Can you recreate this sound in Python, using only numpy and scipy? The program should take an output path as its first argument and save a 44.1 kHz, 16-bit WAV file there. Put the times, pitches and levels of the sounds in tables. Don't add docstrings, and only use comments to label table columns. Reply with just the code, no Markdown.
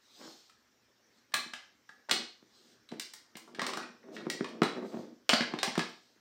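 import sys
import numpy as np
from scipy import signal
from scipy.fft import rfft, irfft
from scipy.io import wavfile
from scipy.ndimage import uniform_filter1d

SR = 44100
rng = np.random.default_rng(int(sys.argv[2]) if len(sys.argv) > 2 else 0)


def int16_out(signal):
    q = np.round(np.clip(np.atleast_2d(signal).T, -1, 1) * 32767)
    wavfile.write(sys.argv[1], SR, q.astype(np.int16))


N = 273446

# f/Hz, level per Hz/dB
HISS_SPECTRUM = [(35, -80), (60, -13.5), (161, -16), (229, -2), (270, -6), (485, -9), (723, -13.5),
                 (1760, -10), (2030, -13), (2630, -17), (4950, -16.5), (5440, -11), (9780, -34.5),
                 (14900, -26.5), (16400, -45.5)]
HISS_DB = -70.5
HUM_HZ, HUM_DB = 120, -85.5

# f/Hz, time/s
ROOM_DECAY = [(150, 0.31), (400, 0.5), (1000, 0.43), (2500, 0.47), (5000, 0.53), (9000, 0.31),
              (15000, 0.23)]
# delay/s, level/dB
ECHOES = [(.0056, -10.5), (.0125, -23.5), (0.017, -26.5), (.023, -18.5)]
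ROOM_TAIL_DB = -2

# start t/s, full t/s, easing t/s, end t/s, level/dB
BRUSH_STROKES = [(0, .24, 0.24, 0.53, -56.5), (1.05, 1.19, 1.23, 1.2, -72), (2.4, 2.55, 3.23, 2.75, -69),
                 (4.11, 4.16, 2.8, 4.2, -54), (4.79, 4.86, 5, 5.11, -65), (5.285, 5.3, 5.4, 5.44, -61),
                 (5.86, 5.9, 5.52, 6.15, -59)]
# f/Hz, level per Hz/dB
BRUSH_SPECTRUM = [(470, -34.5), (800, -1), (884, -15.5), (1040, -31), (1240, -16), (2070, -12), (4240, 1),
                  (8660, -11.5), (10200, -27.5), (15000, -16), (16000, -36)]
STROKE_EDGE_DB = -20

# f/Hz, level/dB, time to fall 60 dB/s
BOARD_MODES = [(190, -23, 0.013), (245, 8.5, 0.11), (323.4, 12, 0.037), (375.6, 3, 0.055), (457, 12, 0.02),
               (602, 0, 0.047), (670, -26, 0.018), (847, 0.5, 0.017), (1100, 3, 0.01), (1485, -0.5, 0.0063),
               (2120, -29, .01)]
DEEP_HZ = 280
# start t/s, full t/s, easing t/s, end t/s, level/dB,
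# length of a slip/ms, lean toward the deep modes/dB per octave
DRAG_STROKES = [(0.17, 0.214, 0.25, 0.38, -51.5, 0.68, -9.5), (1.343, 1.36, 1.37, 1.49, -52.5, 2.3, 24),
                (2.087, 2.124, 2.03, 2.264, -37, 1.3, 8.5), (2.4, 2.6, 2.77, 2.8, -70, 1.8, 4),
                (2.903, 2.94, 2.88, 3.013, -40, 0.9, 0), (3.4, 3.694, 3.8, 3.97, -48, 1.1, 2),
                (3.985, 4.09, 5.3, 4.62, -49.5, 1.7, -1), (4.656, 4.775, 4.86, 4.88, -40.5, 0.65, -1),
                (4.887, 4.932, 4.9, 5.144, -40, .9, -3), (5.096, 5.136, 4.86, 5.26, -54.5, 1.6, 10.5),
                (5.4, 5.474, 6.2, 5.6, -48.5, .9, -8), (5.77, 5.777, 5.9, 5.803, -30.5, 1.3, 12)]
# t/s, peak level of the ring/dB, contact time/ms, weight on the deep modes/dB
LANDINGS = [(1.343, -37.5, 1.2, 3), (1.46, -42, 1.1, 7), (1.531, -49, 1.03, 6), (2.111, -32, 1.5, -1),
            (2.425, -47, 0.71, 3), (2.921, -27, 1.55, -20), (3.352, -37, 1.73, -3), (3.537, -49, 1.1, -9),
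            (3.585, -29, 0.98, -12), (3.618, -35, 2, 25), (3.665, -37, 0.86, -22), (3.737, -54, 0.68, -19),
            (3.772, -33, 1.4, -2), (4.083, -43, 0.9, -41), (4.089, -43, 1.3, -13), (4.224, -37, 0.81, 7),
            (4.266, -20.5, 1.06, -3), (4.407, -17.5, 0.71, -0.5), (4.553, -38.5, 0.86, 12),
            (4.617, -6.5, 1.5, -6), (4.764, -30, 0.73, 3), (4.942, -25.5, 1.45, -3),
            (4.969, -25, 1.64, -11.5), (4.989, -25.5, 1.9, -5.5), (5.29, -36, 3.4, 7.5),
            (5.33, -17, 0.7, 2), (5.405, -21.5, 0.62, 10), (5.536, -20, 1.2, -7), (5.675, -25, 1.5, 4),
            (5.776, -12.5, 1.22, -0.5), (6.161, -57, 0.56, -23)]
SLAP_DB = -7

# start t/s, end t/s, level/dB
SHAKES = [(3.599, 3.86, -41), (4.169, 4.292, -52)]
RATTLE_PER_S = 60
RATTLE_SHELL_DB, RATTLE_RING_DB = 0, 3.5
RATTLE_SPREAD_DB = 5

# t/s, level/dB, share of the hollow shell/dB, brightness/dB per octave,
# pitch of the struck spot f/Hz, its ring against the crack/dB
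CONTACTS = [(0.496, -54, -41, 5.5, 1310, 0), (1.32, -51, -29, -1, 1760, 3), (1.3385, -25, -8, -18, 1170, 0),
            (1.341, -19, -19, 10.5, 4270, -1.5), (1.3435, -25.5, -7, -9.5, 1710, -1.5),
            (1.535, -33, -10, 2.5, 1710, -1), (1.537, -35, -19, 2, 3050, -4),
            (1.891, -41, -17.5, -0.5, 1750, 8.5), (1.894, -56.5, -13, 2, 1280, 3),
            (2.088, -38, 15.5, 2.5, 1700, -7), (2.095, -27, -13, 0.5, 1818, 2),
            (2.112, -14.5, -11.5, 6.5, 3800, -3), (2.115, -17.5, -22, 5.5, 4450, 2.5),
            (2.889, -46.5, -14, 6, 4010, 4), (2.916, -44.5, -8, 0, 3700, -26),
            (2.997, -29, -21, 8, 2960, -26), (3.136, -39.5, -15.5, 11, 2090, -7),
            (3.354, -40.5, -25, -4.5, 1910, -17), (3.369, -41, -2, 14, 3170, -11),
            (3.477, -48.5, 10, 9, 1170, 1), (3.548, -41.5, -13, 0, 1920, -6),
            (3.594, -24, -1.5, -1.5, 1980, -3.5), (3.617, -25, -0.5, 3.5, 1210, -6),
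            (3.666, -28, -14, 5.5, 2470, -15), (3.69, -32.5, -11, -6, 1030, 5),
            (3.735, -30.5, -26, 2, 1170, -1.5), (3.772, -28.5, -6, 6, 1480, 4),
            (3.828, -42, -13, -26, 1460, -28), (4.029, -57, -10, -12, 1820, 12),
            (4.165, -37, -12, -6, 1800, -5.5), (4.3, -24.5, -37, 6, 1855, -2),
            (4.444, -33, -6, -1.5, 1210, -4), (4.487, -51, -19, 5.5, 3200, -4),
            (4.619, -14, 9, -4, 1275, -13), (4.633, -26, -9.5, 6, 4000, -2),
            (4.642, -31, 0.5, -9, 940, -12), (5.293, -12, -14, 2, 869, -3),
            (5.298, -13.5, 6.5, -8.5, 3020, 7), (5.333, -15, 4.5, -0.5, 1820, -17.5),
            (5.337, -15.5, 1.5, -2, 4300, 13.5), (5.408, -21, -10, -4.5, 1690, -11),
            (5.537, -31.5, 2, -4, 1040, -6), (5.588, -29.5, -5, 0, 3870, 0),
            (5.631, -18.5, -4, 5, 920, -10), (5.677, -28.5, -18.5, -4.5, 842, -1),
            (5.754, -30, -1, 1.5, 1940, -1), (5.778, -30.5, -18, 5.5, 3670, -10),
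            (5.793, -22, -3, 0.5, 1690, -20)]
# f/Hz, level/dB, time to fall 60 dB/s
RECEIVER_MODES = [(860, 0, .025), (1040, 0, .025), (1170, 0, .025), (1300, 0, .03), (1480, 0, .025),
                  (1700, 0, .02), (1900, 0, .02), (2200, 0, .015), (2420, 0, .015), (2950, 0, .015),
                  (3160, 0, .012), (3700, 0, .01), (4040, 0, .018), (4370, 0, .01), (4550, 0, .01),
                  (5300, 0, .008), (5950, 0, .006)]
ZONE_HZ = [1000, 1900, 3800, 7200, 13000]
ZONE_SHARES = [0.5, 1, -8.5, -14, -39]
# f/Hz, level/dB
CRACK_RIPPLES = [(300, -14.5), (600, -4), (1000, 0.5), (2000, -3.5), (2650, -2.5), (4000, 1), (5800, -1),
                 (6400, -8), (7200, -4.5), (8000, -4.5), (8800, 2.5), (10000, -10.5), (11000, -2),
                 (16000, 2.5)]
CHATTER_MS, CHATTER_MS_PER_DB = 2.88, -0.09

EDGE_HZ = 15900


def gain_of(db):
    return 10 ** (np.asarray(db) / 20)


def evened(x):
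    return x / np.sqrt(np.mean(x ** 2) + 1e-20)


def read(points, hz):
    f, value = np.transpose(points)
    return np.interp(np.log(hz + 1), np.log(f + 1), value)


def add(mix, s, sound):
    part = mix[round(s * SR):][:len(sound)]
    part += sound[:len(part)]


def ring(modes, shares_db, size=3000):
    t = np.arange(size) / SR
    hz, db, t60 = np.transpose(modes)[:, :, None]
    fading = gain_of(db + shares_db[:, None] - 60 * t / t60)
    return (fading * np.sin(2 * np.pi * hz * t)).sum(0)


def coloured(spectrum, patchy_db, size):
    frames, hz = 4 * N // size + 5, np.fft.rfftfreq(size, 1 / SR)
    real, imaginary, patches = rng.standard_normal((frames, len(hz), 3)).T
    patches = uniform_filter1d(patches, size // 100, 0)
    patches = evened(uniform_filter1d(patches, 10000 // size, 1))
    level_db = read(spectrum, hz)[:, None] + patchy_db * patches
    frames_of_noise = (real + 1j * imaginary) * gain_of(level_db)
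    noise = signal.istft(frames_of_noise, nperseg=size, noverlap=3 * size // 4)[1]
    return evened(noise[:N])


def strokes(rows):
    t, gain = np.arange(N) / SR, np.zeros(N)
    for start, full, ease, end, db, *_ in rows:
        fade = np.clip(np.minimum(t - start, end - t) / 0.015, 0, 1)
        pressure_db = np.interp(t, [start, full, ease, end], [STROKE_EDGE_DB, 0, 0, STROKE_EDGE_DB])
        gain += gain_of(db + pressure_db) * fade
    return gain


def causal(gain_db):
    mirrored = np.concatenate([gain_db, gain_db[-2:0:-1]])
    log_gain = np.log(gain_of(mirrored))
    phase = -signal.hilbert(log_gain).imag
    return np.fft.ifft(np.exp(log_gain + 1j * phase)).real[:len(gain_db)]


def hiss_and_hum():
    t = np.arange(N) / SR
    waver = evened(uniform_filter1d(rng.standard_normal(N), 2500))
    hum = gain_of(HUM_DB + 3.5 * waver) * np.sin(2 * np.pi * HUM_HZ * t + .4 * waver)
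    return gain_of(HISS_DB) * coloured(HISS_SPECTRUM, patchy_db=2.4, size=2048) + hum


def room(x):
    taps = np.zeros((3, SR // 2 + 40))
    slots = np.arange(300, SR // 2, 16)
    at = slots + rng.integers(0, 16, (3, len(slots)))
    np.put_along_axis(taps, at, rng.choice([-1., 1.], at.shape), 1)
    hz, t, z = signal.stft(taps, SR, nperseg=256)
    decay_db = -60 * t / read(ROOM_DECAY, hz)[:, None] - 87 * t ** 2
    tails = signal.istft(z * gain_of(decay_db), SR, nperseg=256)[1]
    tails *= gain_of(ROOM_TAIL_DB) / np.linalg.norm(tails[0])
    turn = 2 * np.pi * (2.5 * np.arange(N) / SR + np.arange(3)[:, None] / 3)
    feeds = x * np.sqrt(2 / 3) * np.cos(turn)
    wet = signal.fftconvolve(feeds, tails, axes=1)[:, :N].sum(0)
    for s, db in ECHOES:
        add(wet, s, gain_of(db) * x)
    return wet


def brushes():
    return strokes(BRUSH_STROKES) * coloured(BRUSH_SPECTRUM, patchy_db=3.0, size=512)


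def drags(slips_per_s=3000):
    sizes = gain_of(2.5 * rng.exponential(1, N))
    slips = rng.standard_normal(N) * sizes * (rng.random(N) < slips_per_s / SR)
    start, *_, slip_ms, weight_db = np.transpose(DRAG_STROKES)
    now = np.maximum(np.searchsorted(start, np.arange(N) / SR) - 1, 0)
    slip_s, out = slip_ms[now] / 1000, np.zeros(N)
    for mode in BOARD_MODES:
        hz = mode[0]
        knocks = signal.oaconvolve(slips, ring([mode], np.zeros(1)))[:N]
        lean = gain_of(weight_db[now] * np.log2(DEEP_HZ / hz))
        out += knocks / (1 + (hz * slip_s) ** 2) * lean
    out = signal.sosfilt(signal.butter(2, 230, "high", fs=SR, output="sos"), out)
    out /= np.sqrt(uniform_filter1d(out ** 2, 3000) + 1e-12)
    return strokes(DRAG_STROKES) * out


def thumps():
    out, t = np.zeros(N), np.arange(400) / SR
    deep = np.transpose(BOARD_MODES)[0] < DEEP_HZ
    chance = rng.standard_normal((len(LANDINGS), len(BOARD_MODES)))
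    for (s, db, ms, weight_db), luck in zip(LANDINGS, chance):
        push = np.sin(np.pi * np.clip(t / (max(ms, .1) / 1000), 0, 1)) ** 2
        boards = ring(BOARD_MODES, weight_db * deep + 4.5 * luck, size=4500)
        sound = signal.fftconvolve(push, boards)
        sound /= abs(sound).max()
        slap = np.gradient(push)
        add(sound, 0, gain_of(SLAP_DB) * slap / slap.max())
        add(out, s + .0015, gain_of(db) * sound)
    return out


def rattles():
    rows = []
    for start, end, db in SHAKES:
        moments = start + np.cumsum(rng.exponential(1 / RATTLE_PER_S, size=40))
        for s, (size, spot) in zip(moments, rng.random((40, 2))):
            if s < end:
                level_db = db + RATTLE_SPREAD_DB * (2 * size - 1)
                spot_hz = 900 * 5 ** spot
                rows.append((s, level_db, RATTLE_SHELL_DB, 0, spot_hz, RATTLE_RING_DB))
    return rows


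def clicks(rows):
    out, t = np.zeros(N), np.arange(1024) / SR
    mode_hz, grid = np.transpose(RECEIVER_MODES)[0], np.fft.rfftfreq(1024, 1 / SR)
    octaves = np.log2(np.divide(ZONE_HZ[1:], ZONE_HZ[2]))
    chance = rng.standard_normal((len(rows), 1024))
    for (s, db, shell_db, bright_db, spot_hz, ring_db), draw in zip(rows, chance):
        u = t / (max(CHATTER_MS + CHATTER_MS_PER_DB * (db + 20), .2) / 1000)
        z = rfft(draw * u * np.exp(-2.5 * u), 2048)
        chatter = irfft(z / np.sqrt(uniform_filter1d(abs(z) ** 2, size=25)))[:1024]
        shares = np.add(ZONE_SHARES, [shell_db, *(bright_db * octaves)])
        crack = causal(read(list(zip(ZONE_HZ, shares)), grid) + read(CRACK_RIPPLES, grid))
        near = ring(RECEIVER_MODES, -3 * (np.log2(mode_hz / spot_hz) / .06) ** 2)
        body = gain_of(ring_db) * near / np.linalg.norm(near)
        add(body, 0, crack / np.linalg.norm(crack))
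        sound = signal.fftconvolve(chatter, body)
        loudest = np.sqrt(2 * uniform_filter1d(sound ** 2, 60).max())
        add(out, s - .0005, gain_of(db) * sound / loudest)
    return out


def scene():
    rifle = clicks(CONTACTS) + clicks(rattles()) + brushes()
    boards = thumps() + drags()
    heard = rifle + boards + room(rifle + gain_of(-6) * boards)
    thin = signal.sosfilt(signal.butter(5, 155, "high", fs=SR, output="sos"), heard)
    return (thin + hiss_and_hum())[None]


def record(dry):
    band_limit = signal.firwin(511, EDGE_HZ, window=("kaiser", 9), fs=SR)
    return signal.oaconvolve(dry, band_limit[None], "same")


dry = scene()
out = record(dry)
int16_out(out)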